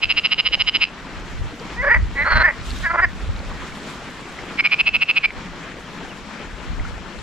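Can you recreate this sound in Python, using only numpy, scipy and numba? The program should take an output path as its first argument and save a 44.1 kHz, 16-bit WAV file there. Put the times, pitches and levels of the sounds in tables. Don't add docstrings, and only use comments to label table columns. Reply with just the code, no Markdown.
import sys
import numpy as np
from scipy import signal
from scipy.fft import rfft, irfft, next_fast_len
from scipy.io import wavfile
from scipy.ndimage import uniform_filter1d
from numba import njit

SR = 44100
rng = np.random.default_rng(int(sys.argv[2]) if len(sys.argv) > 2 else 0)


def bounce(signal):
    frames = np.transpose(np.atleast_2d(signal))
    limited = np.clip(frames, -1, 1)
    pcm = np.round(limited * 32767).astype(np.int16)
    wavfile.write(sys.argv[1], SR, pcm)


def rack_gain(trim_db):
    fader = np.asarray(trim_db, float)
    return 10 ** (fader / 20)


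N = 318402

# (time [s], liveliness [dB], left over right [dB])
FLOW = [(0.0, -3, 1.5), (.9, -3, 2.5), (1.6, 1, 2), (2.4, 0, 3), (3.1, 1, 1.5), (3.74, 3, 1.5),
        (4.55, 1.5, 2), (5.3, -2, 2), (5.8, -1.5, 3), (6.5, -3, 4.5), (6.9, -1, 6), (7.22, -3, 5)]
# (frequency [Hz], density [dB per Hz])
RUSH_SPECTRUM = [(53, -47), (90, -11.5), (209, 3), (268, -6), (453, -9.5), (667, -12.5), (965, -9),
                 (1070, -11.5), (1470, -6.5), (1580, -9.5), (1910, -9.5), (4860, -24), (6000, -21.5),
                 (7800, -40.5), (13200, -120)]
# (frequency [Hz], density [dB per Hz])
SPRAY_SPECTRUM = [(1760, -32), (3000, -3.5), (4090, -10.5), (4850, -14.5), (7640, -12.5), (8240, -15),
                  (9130, -17), (10100, -18), (13100, -20), (15500, -39.5)]
# (frequency [Hz], likeness [0-1])
WATER_LIKENESS = [(60, 1), (150, 1), (380, 0.91), (950, 0.85), (2380, 0.67), (5980, 0.42), (15000, 0.085)]
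# (frequency [Hz], density [dB per Hz])
WIND_SPECTRUM = [(8.8, -27), (15, -13.5), (33, 3), (54, 1), (177, -19), (228, -26.5), (260, -42),
                 (340, -54.5), (570, -120)]
# (peak time [s], level [dB], time to fall by GUST_FALL_DB [s])
GUSTS = [(0.05, -40, .15), (.58, -44, .3), (1.18, -41, .08), (1.41, -27, .07), (1.79, -39, .1),
         (1.99, -24, .1), (2.22, -30, .06), (2.37, -22, .06), (2.75, -36, .25), (3.05, -33, .1),
         (3.3, -30, .12), (3.5, -36, .15), (4.89, -45, .1), (5.33, -49, .2), (6.54, -49, .15),
         (6.81, -31, .12), (7.22, -40, .06)]
# (last pulse [s], last gap [ms], swell to last pulse [ms], sac [Hz])
RATTLE_1 = [(0.0545, 12.0, 26.8, 2650), (0.1225, 8.7, 25.5, 2730), (0.1952, 7.5, 24.7, 2750),
            (0.2696, 9.6, 26.0, 2780), (0.3429, 10.4, 27.2, 2850), (0.4061, 6.4, 21.0, 2860),
            (0.4864, 11.5, 30.7, 2910), (0.5514, 7.3, 23.9, 2900), (0.6196, 6.1, 20.6, 2900),
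            (0.6939, 6.5, 21.1, 2940), (0.7679, 7.4, 24.1, 2910), (0.8516, 12.8, 39.0, 2650)]
# (last pulse [s], last gap [ms], swell to last pulse [ms], sac [Hz])
RATTLE_2 = [(4.6058, 5.2, 17.3, 2260), (4.6716, 8.8, 26.5, 2360), (4.742, 7.8, 24.5, 2440),
            (4.8108, 5.2, 18.2, 2620), (4.8897, 9.4, 24.4, 2620), (4.9644, 8.5, 22.9, 2610),
            (5.0328, 6.3, 18.0, 2640), (5.1109, 8.2, 22.4, 2630), (5.182, 5.9, 18.3, 2580),
            (5.256, 5.5, 18.3, 2350)]
# (peak [dB], sac t60 [s], after-ring [dB], its t60 [s], loss per ms of last gap [dB])
RATTLE_VOICES = [
    (-4, .0075, -13, .03, 1.9),
    (-6, .006, -3, .045, .9),
]
# (frequency [Hz], level [dB], t60 [s], polarity [+1 or -1])
RATTLE_BODY = [
    [(1300, -24, .008, -1), (1700, -28, .008, 1), (2150, -11, .007, -1), (3120, -9, .009, -1),
     (3950, -19, .012, -1), (4330, -21, .012, 1), (4850, -16, .016, 1), (5080, -16, .022, -1)],
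    [(560, -28, .012, 1), (1250, -23, .008, -1), (1650, -20, .008, 1), (2150, -12, .008, -1),
     (3050, -15, .008, -1), (3800, -24, .01, 1), (4240, -24, .012, -1), (4930, -26, .016, -1),
     (5180, -21, .025, 1)],
]
# (first swell gap [ms], settled gap [ms], gap before the last [ms], growth [ms per ms of last gap])
RATTLE_PACE = [
    (3.15, 3.55, 4.0, .14),
    (2.9, 3.45, 3.55, .145),
]
# (frequency [Hz], phase [rad])
FROG_PHASE = [(200, 0), (700, -.55), (1550, -.9), (2760, -1.0), (4650, -1.5), (5500, -2.1)]
# (delay [s], level [dB])
ECHOES = [(.0072, -21.5), (0.018, -28.5), (0.033, -25.5), (0.049, -29), (.068, -38), (.095, -48)]
# (time [s], peak [dB], frequency [Hz])
PLOPS = [(1.049, -33, 947), (3.514, -26.5, 1100), (3.621, -28, 970), (3.695, -30, 1430),
         (3.723, -25.5, 2180), (3.936, -28, 945), (4.274, -40, 1410), (4.389, -22, 2050),
         (5.305, -19, 2086), (5.719, -28, 1820), (5.879, -32, 991), (6.049, -29, 789), (6.797, -21.5, 2020),
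         (6.851, -21.5, 1386)]
# (time [s], peak [dB], frequency [Hz])
TICKS = [(1.598, -27, 4560), (1.7499, -46, 5130), (2.2225, -21, 3990), (2.613, -33, 3930),
         (2.706, -19, 4250), (2.7142, -22, 4100), (2.8347, -29, 4090), (3.3634, -27, 3870),
         (3.392, -29, 4366), (3.803, -34, 4430), (3.8327, -30, 4020), (6.5096, -56, 4970),
         (7.1886, -30, 4060)]
# (time [s], rate [pulses per s], rasp [0 clear - 1 rough], upper mode [Hz])
RASP = [(1.76, 458, .02, 4800), (1.815, 505, .02, 4800), (1.84, 558, .35, 4800), (1.862, 505, .4, 4800),
        (1.885, 558, .3, 4800), (1.897, 420, .4, 4800), (1.912, 456, .15, 4800), (1.935, 460, .2, 4800),
        (1.94, 315, .45, 4800), (2.14, 271, .05, 4200), (2.225, 285, .2, 3950), (2.24, 312, .4, 4050),
        (2.29, 303, .45, 4350), (2.365, 357, .4, 4120), (2.43, 348, .3, 4120), (2.45, 355, .08, 4900),
        (2.49, 300, .25, 4850), (2.52, 285, .3, 4800), (2.82, 385, .15, 4800), (2.87, 340, .1, 4800),
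        (2.95, 330, .25, 4800), (3.01, 338, .25, 4900), (3.035, 366, .08, 4900), (3.06, 345, .15, 4900)]
# (frequency [Hz], width [Hz], level [dB])
THROAT = [(615.6, 73, -4.5), (910, 206, 2.5)]
# (start [s], peak [dB], sac [Hz], throat re sac [dB], upper re sac [dB])
THROBS = [
    [(1.762, -25, 1960, -13, -34), (1.828, -21, 1560, -5, -32), (1.858, -16, 1700, -6, -34),
     (1.892, -8.5, 1820, -19, -36), (1.936, -11, 1980, -19, -33), (1.957, -18, 1950, -13, -33)],
    [(2.145, -19, 1980, -18, -26), (2.246, -18, 1390, -13, -20), (2.294, -14, 1480, -15, -14),
     (2.345, -14, 1490, -12, -12), (2.39, -14, 1480, -12, -14), (2.43, -8.5, 1800, -21, -36),
     (2.472, -14, 1900, -13, -34), (2.498, -20, 1970, -15, -38)],
    [(2.82, -18, 1680, -19, -30), (2.89, -20, 1430, -13, -32), (2.927, -22, 1300, -2, -32),
     (2.968, -13.5, 1480, -12, -40), (3.012, -11, 1800, -16, -29)],
]
# (end [s], dip between throbs [dB], opening swell [s])
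CROAK_SHAPE = [
    (1.98, -6, .04),
    (2.518, -8, .05),
    (3.062, -14, .045),
]
# (time [s], pitch [Hz], level [dB])
FAR_BIRD = [
    [(5.835, 2920, -54), (5.855, 3300, -46), (5.88, 2900, -46), (5.9, 2550, -47)],
    [(6.07, 2580, -55), (6.095, 3080, -44), (6.115, 2730, -40), (6.135, 2450, -52)],
]
# (frequency [Hz], level [dB])
MICROPHONE = [(7700, 1), (8200, -5), (9600, -2), (10000, -7)]

RUSH_DB, RUSH_FOLLOWS, SPRAY_DB = -38.5, .3, -54
SURGE_S, SURGE_LENGTH_S, SURGE_EDGE_S, SURGE_DB = 2.66, .19, .05, 11
GUST_FALL_DB, CALM_DB = 12, -55
SETTLE_S = .1
THROB_PEAK_AT, THROB_ROUND = .58, 1.3
CLOSE_S, SAC_GLIDE_S = .012, .008
GAIN_KNEE_DB, GAIN_SLOPE, GAIN_RELEASE_DB_PER_S = -30, .2, 30


def rms_one(x):
    return x / np.sqrt(np.mean(x ** 2) + 1e-20)


def evened(x, span_s):
    return x / np.sqrt(uniform_filter1d(x ** 2, size=int(span_s * SR)) + 1e-12)


def in_time(rows):
    s, *columns = np.transpose(rows)
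    return [np.interp(np.arange(N) / SR, s, c) for c in columns]


def at_hz(points, hz):
    curve_hz, value = np.transpose(points)
    return np.interp(np.log(hz), np.log(curve_hz), value)


def drift(rate):
    r = np.exp(-80 * np.pi * rate / SR)
    slow = signal.lfilter([1], [1, -2 * r, r * r], rng.standard_normal(N // 40 + 2002))[2000:]
    return np.interp(np.arange(N) / 40, np.arange(len(slow)), rms_one(slow))


def ring(clicks, hz, t60):
    r, w = rack_gain(-60 / (t60 * SR)), 2 * np.pi * hz / SR
    return signal.lfilter([0, np.sin(w)], [1, -2 * r * np.cos(w), r * r], clicks + 1e-18)


@njit
def resonate(x, hz, r, rate):
    y = np.zeros(len(x))
    for i in range(2, len(x)):
        fed_back = 2 * r[i] * np.cos(2 * np.pi * hz[i] / rate) * y[i - 1] - r[i] ** 2 * y[i - 2]
        y[i] = x[i] - x[i - 2] + fed_back
    return y


def steep_band(x, low_hz, high_hz, order):
    return signal.sosfilt(signal.butter(order, [low_hz, high_hz], "band", fs=SR, output="sos"), x)


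def by_frequency(x, response):
    size = next_fast_len(N)
    hz = np.arange(1, size // 2 + 2) * SR / size
    return irfft(rfft(x, size) * response(hz), size)[..., :N]


def banded_noise(spectrum, shared_db, own_db, speed, likeness):
    low_hz, high_hz = spectrum[0][0], spectrum[-1][0]
    edges = np.geomspace(low_hz, high_hz, round(2.5 * np.log2(high_hz / low_hz)) + 1)
    out, together, white = 0, drift(speed), rng.standard_normal((2, 2, N))
    for k, (low, high) in enumerate(zip(edges, edges[1:])):
        mid, side = steep_band(white[k % 2], low, high, order=2)
        hz = np.sqrt(low * high)
        alike = at_hz(likeness, hz)
        gain = rack_gain(at_hz(spectrum, hz) + shared_db * together + own_db * drift(2 * speed))
        out = out + gain * (np.sqrt(1 + alike) * mid + np.sqrt(1 - alike) * side * [[1], [-1]])
    return rms_one(out)


def bubbles(per_s, low_hz, high_hz, cycles, spread_db, soft):
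    born = rng.random(N) < per_s * rack_gain(3 * drift(5)) / SR
    sizes = rack_gain(spread_db * np.minimum(rng.exponential(1, N), 3.5)) * born
    sizes = signal.lfilter([1, 2, 1], [1, -soft], sizes)
    dealt, sides = rng.integers(0, 16, N), rng.normal(0, 1.2, 16)
    out = 0
    for k, hz in enumerate(np.geomspace(low_hz, high_hz, 16)):
        out = out + ring(sizes * (dealt == k), hz, cycles / hz) * rack_gain(sides[k] * np.array([[1], [-1]]))
    return rms_one(out)


def stream():
    lively_db, pan_db = in_time(FLOW)
    since = np.arange(N) / SR - SURGE_S
    lively_db += SURGE_DB * np.clip(np.minimum(since, SURGE_LENGTH_S - since) / SURGE_EDGE_S + 1, 0, 1)
    rush_db = RUSH_DB + RUSH_FOLLOWS * np.minimum(lively_db, 4)
    spray_db = SPRAY_DB + lively_db
    rush = rack_gain(rush_db + 1.5) * banded_noise(RUSH_SPECTRUM, 1.4, 1.5, speed=6, likeness=WATER_LIKENESS)
    gurgle = rack_gain(rush_db - 5) * bubbles(160, 300, 3200, cycles=22, spread_db=4.5, soft=.6)
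    spray = rack_gain(spray_db + 3) * banded_noise(SPRAY_SPECTRUM, 1.5, 1.8, speed=9, likeness=WATER_LIKENESS)
    fizz = rack_gain(spray_db - 8.5) * bubbles(230, 2300, 12000, cycles=10, spread_db=5.0, soft=.1)
    return (rush + gurgle) * rack_gain(pan_db * np.array([[.5], [-.5]])) + spray + fizz


def wind():
    t = np.arange(N) / SR
    power = rack_gain(2 * CALM_DB)
    for s, db, fall_s in GUSTS:
        power = power + rack_gain(2 * (db - GUST_FALL_DB * np.abs(t - s) / fall_s))
    rumble = banded_noise(WIND_SPECTRUM, 2.5, -1.0, speed=14, likeness=[(20, -0.079), (260, 0.23)])
    return rack_gain(9.5) * np.sqrt(power) * rumble


def rattle(notes, body, pace, peak_db, t60, after_db, after_t60, fade_db):
    first_gap, settled_gap, end_gap, end_growth = pace
    clicks, sac, t = np.zeros(N), np.zeros(N), np.arange(400) / SR
    held = np.clip((.0078 - t) / .002, 0, 1) * np.minimum(t / .0003, 1)
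    decay = (rack_gain(-60 * t / t60) + rack_gain(after_db - 60 * t / after_t60)) * held
    for last_s, last_gap, swell_ms, hz in notes:
        swell_gap = settled_gap + (first_gap - settled_gap) * np.exp((notes[0][0] - last_s) / SETTLE_S)
        gap = end_gap + end_growth * last_gap
        gaps = swell_gap + (gap - swell_gap) * .55 ** np.arange(11)
        before = np.cumsum(np.r_[0, last_gap, gaps])
        level_db = peak_db - 6.5 * np.logaddexp(0, (before - swell_ms + 2.5) / 3.4)
        level_db[0] -= min(fade_db * max(last_gap - 5.5, 0), 10)
        at = np.round((last_s - before / 1000) * SR).astype(int)
        note = np.zeros(4096)
        note[at - at[-1]] = rack_gain(level_db + rng.normal(0, .7, len(at)))
        pulse = decay * np.sin(2 * np.pi * hz * t)
        start, end = max(at[-1], 0), at[-1] + 4096
        clicks[start:end] += note[start - at[-1]:]
        latest = np.maximum.accumulate(np.arange(4096) * (note > 0))
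        since = np.minimum(np.arange(4096) - latest, 399)
        sac[start:end] += (note[latest] * pulse[since])[start - at[-1]:]
    modes = sum(np.sign(sign) * rack_gain(db) * ring(clicks, hz, mode_t60) for hz, db, mode_t60, sign in body)
    soft = signal.cheby2(8, 40, 6000, fs=SR, output="sos")
    return steep_band(signal.sosfilt(soft, sac + modes), 500, 8000, order=2)


def drops(events, cycles):
    out = np.zeros(N + 2048)
    for s, db, hz in events:
        turns = np.arange(2048) / SR * hz
        level = rack_gain(db - 60 * turns / cycles) * np.minimum(turns, 1)
        out[round(s * SR):][:2048] += level * np.sin(2 * np.pi * turns * (1 + 0.0018 * turns))
    return out[:N]


def throbbing():
    t, effort, steps = np.arange(N) / SR, np.zeros(N), np.zeros((3, N))
    for throbs, (end_s, dip_db, swell_s) in zip(THROBS, CROAK_SHAPE):
        start, peak_db, *colour = np.transpose(throbs)
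        edges = np.r_[start, end_s]
        phase = np.interp(t, edges, np.arange(len(edges))) % 1
        turn = phase ** (np.log(.5) / np.log(THROB_PEAK_AT))
        lump = rack_gain(dip_db) + (1 - rack_gain(dip_db)) * np.sin(np.pi * turn) ** THROB_ROUND
        sounding = np.clip((t - start[0]) / swell_s, 0, 1) * np.clip((end_s - t) / CLOSE_S, 0, 1)
        effort += sounding * lump * rack_gain(np.interp(t, start + THROB_PEAK_AT * np.diff(edges), peak_db))
        now = t > start[0] - .1
        steps[:, now] = np.array(colour)[:, np.maximum(np.searchsorted(start, t[now]) - 1, 0)]
    return effort, *uniform_filter1d(steps, size=int(SAC_GLIDE_S * SR))


def croaks():
    effort, sac_hz, throat_db, upper_db = throbbing()
    per_s, rasp, upper_hz = in_time(RASP)
    turns = np.cumsum(per_s * (1 + .24 * rasp * drift(90)) / SR)
    pulses = np.diff(np.floor(turns), prepend=0) * rack_gain(6 * rasp * rng.standard_normal(N))
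    breath = .24 * rasp * rng.standard_normal(N) * np.exp(-3 * (turns % 1))
    source = pulses + breath

    def damping(width_hz):
        return np.exp(-np.pi * width_hz / SR) + 0 * rasp

    sac = resonate(source, sac_hz, damping(140 + 180 * rasp), SR)
    mouth = ring(source, 2000, .012)
    sac = evened(sac, .012) + rack_gain(-11) * evened(mouth, .012)
    upper = resonate(source, upper_hz, damping(150), SR)
    upper = resonate(upper, upper_hz, damping(600), SR)
    throat = sum(rack_gain(db) * ring(source, hz, np.log(1000) / (np.pi * width)) for hz, width, db in THROAT)
    rasping = evened(steep_band(source, 2500, 3700, order=2), .012)
    voice = evened(steep_band(sac, 900, 2300, order=4), .012)
    voice += rack_gain(throat_db) * evened(steep_band(throat, 430, 1250, order=3), .012)
    voice += rack_gain(upper_db) * (evened(upper, .012) + rack_gain(-8) * rasping)
    return rack_gain(3) * effort * voice


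def frog():
    first = rattle(RATTLE_1, RATTLE_BODY[0], RATTLE_PACE[0], *RATTLE_VOICES[0])
    second = rattle(RATTLE_2, RATTLE_BODY[1], RATTLE_PACE[1], *RATTLE_VOICES[1])
    call = rack_gain(4) * steep_band(first, 1060, 9000, order=1) + rack_gain(3.2) * second + croaks()
    left = by_frequency(call, lambda hz: np.exp(1j * at_hz(FROG_PHASE, hz)))
    placed = np.array([left * rack_gain(-.7), call * rack_gain(.7)])
    for s, db in ECHOES:
        lag = round(s * SR)
        placed[:, lag:] += rack_gain(db + rng.normal(0, 2, (2, 1))) * call[:-lag]
    return placed


def far_bird():
    out, t = 0, np.arange(N) / SR
    for call in FAR_BIRD:
        hz, level_db = in_time(call)
        sounding = uniform_filter1d(1. * (t > call[0][0]) * (t < call[-1][0]), size=200)
        turns = np.cumsum(uniform_filter1d(hz, size=400)) / SR
        out = out + rack_gain(level_db) * sounding * np.sin(2 * np.pi * turns)
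    return out


def gain_control(x):
    level_db = 10 * np.log10(uniform_filter1d(np.mean(x ** 2, axis=0), size=1024) + 1e-12)
    ramp = GAIN_RELEASE_DB_PER_S * np.arange(N) / SR
    wanted_db = GAIN_SLOPE * np.maximum(level_db - GAIN_KNEE_DB, 0)
    cut_db = np.maximum.accumulate(wanted_db + ramp) - ramp
    return x * rack_gain(-uniform_filter1d(cut_db, size=1024))


def scene():
    splashes = drops(TICKS, cycles=30.5) + drops(PLOPS, cycles=34)
    return stream() + wind() + frog() + splashes + far_bird()


def roll_off(x):
    return signal.sosfilt(signal.butter(12, 15680, fs=SR, output="sos"), x)


def record(dry):
    heard = by_frequency(gain_control(dry), lambda hz: rack_gain(at_hz(MICROPHONE, hz)))
    rounded = heard / (1 + np.abs(heard / .95) ** 6) ** (1 / 6)
    mix = signal.sosfilt(signal.cheby2(10, 60, 16300, fs=SR, output="sos"), rounded)
    return roll_off(mix)


dry = scene()
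out = record(dry)
bounce(out)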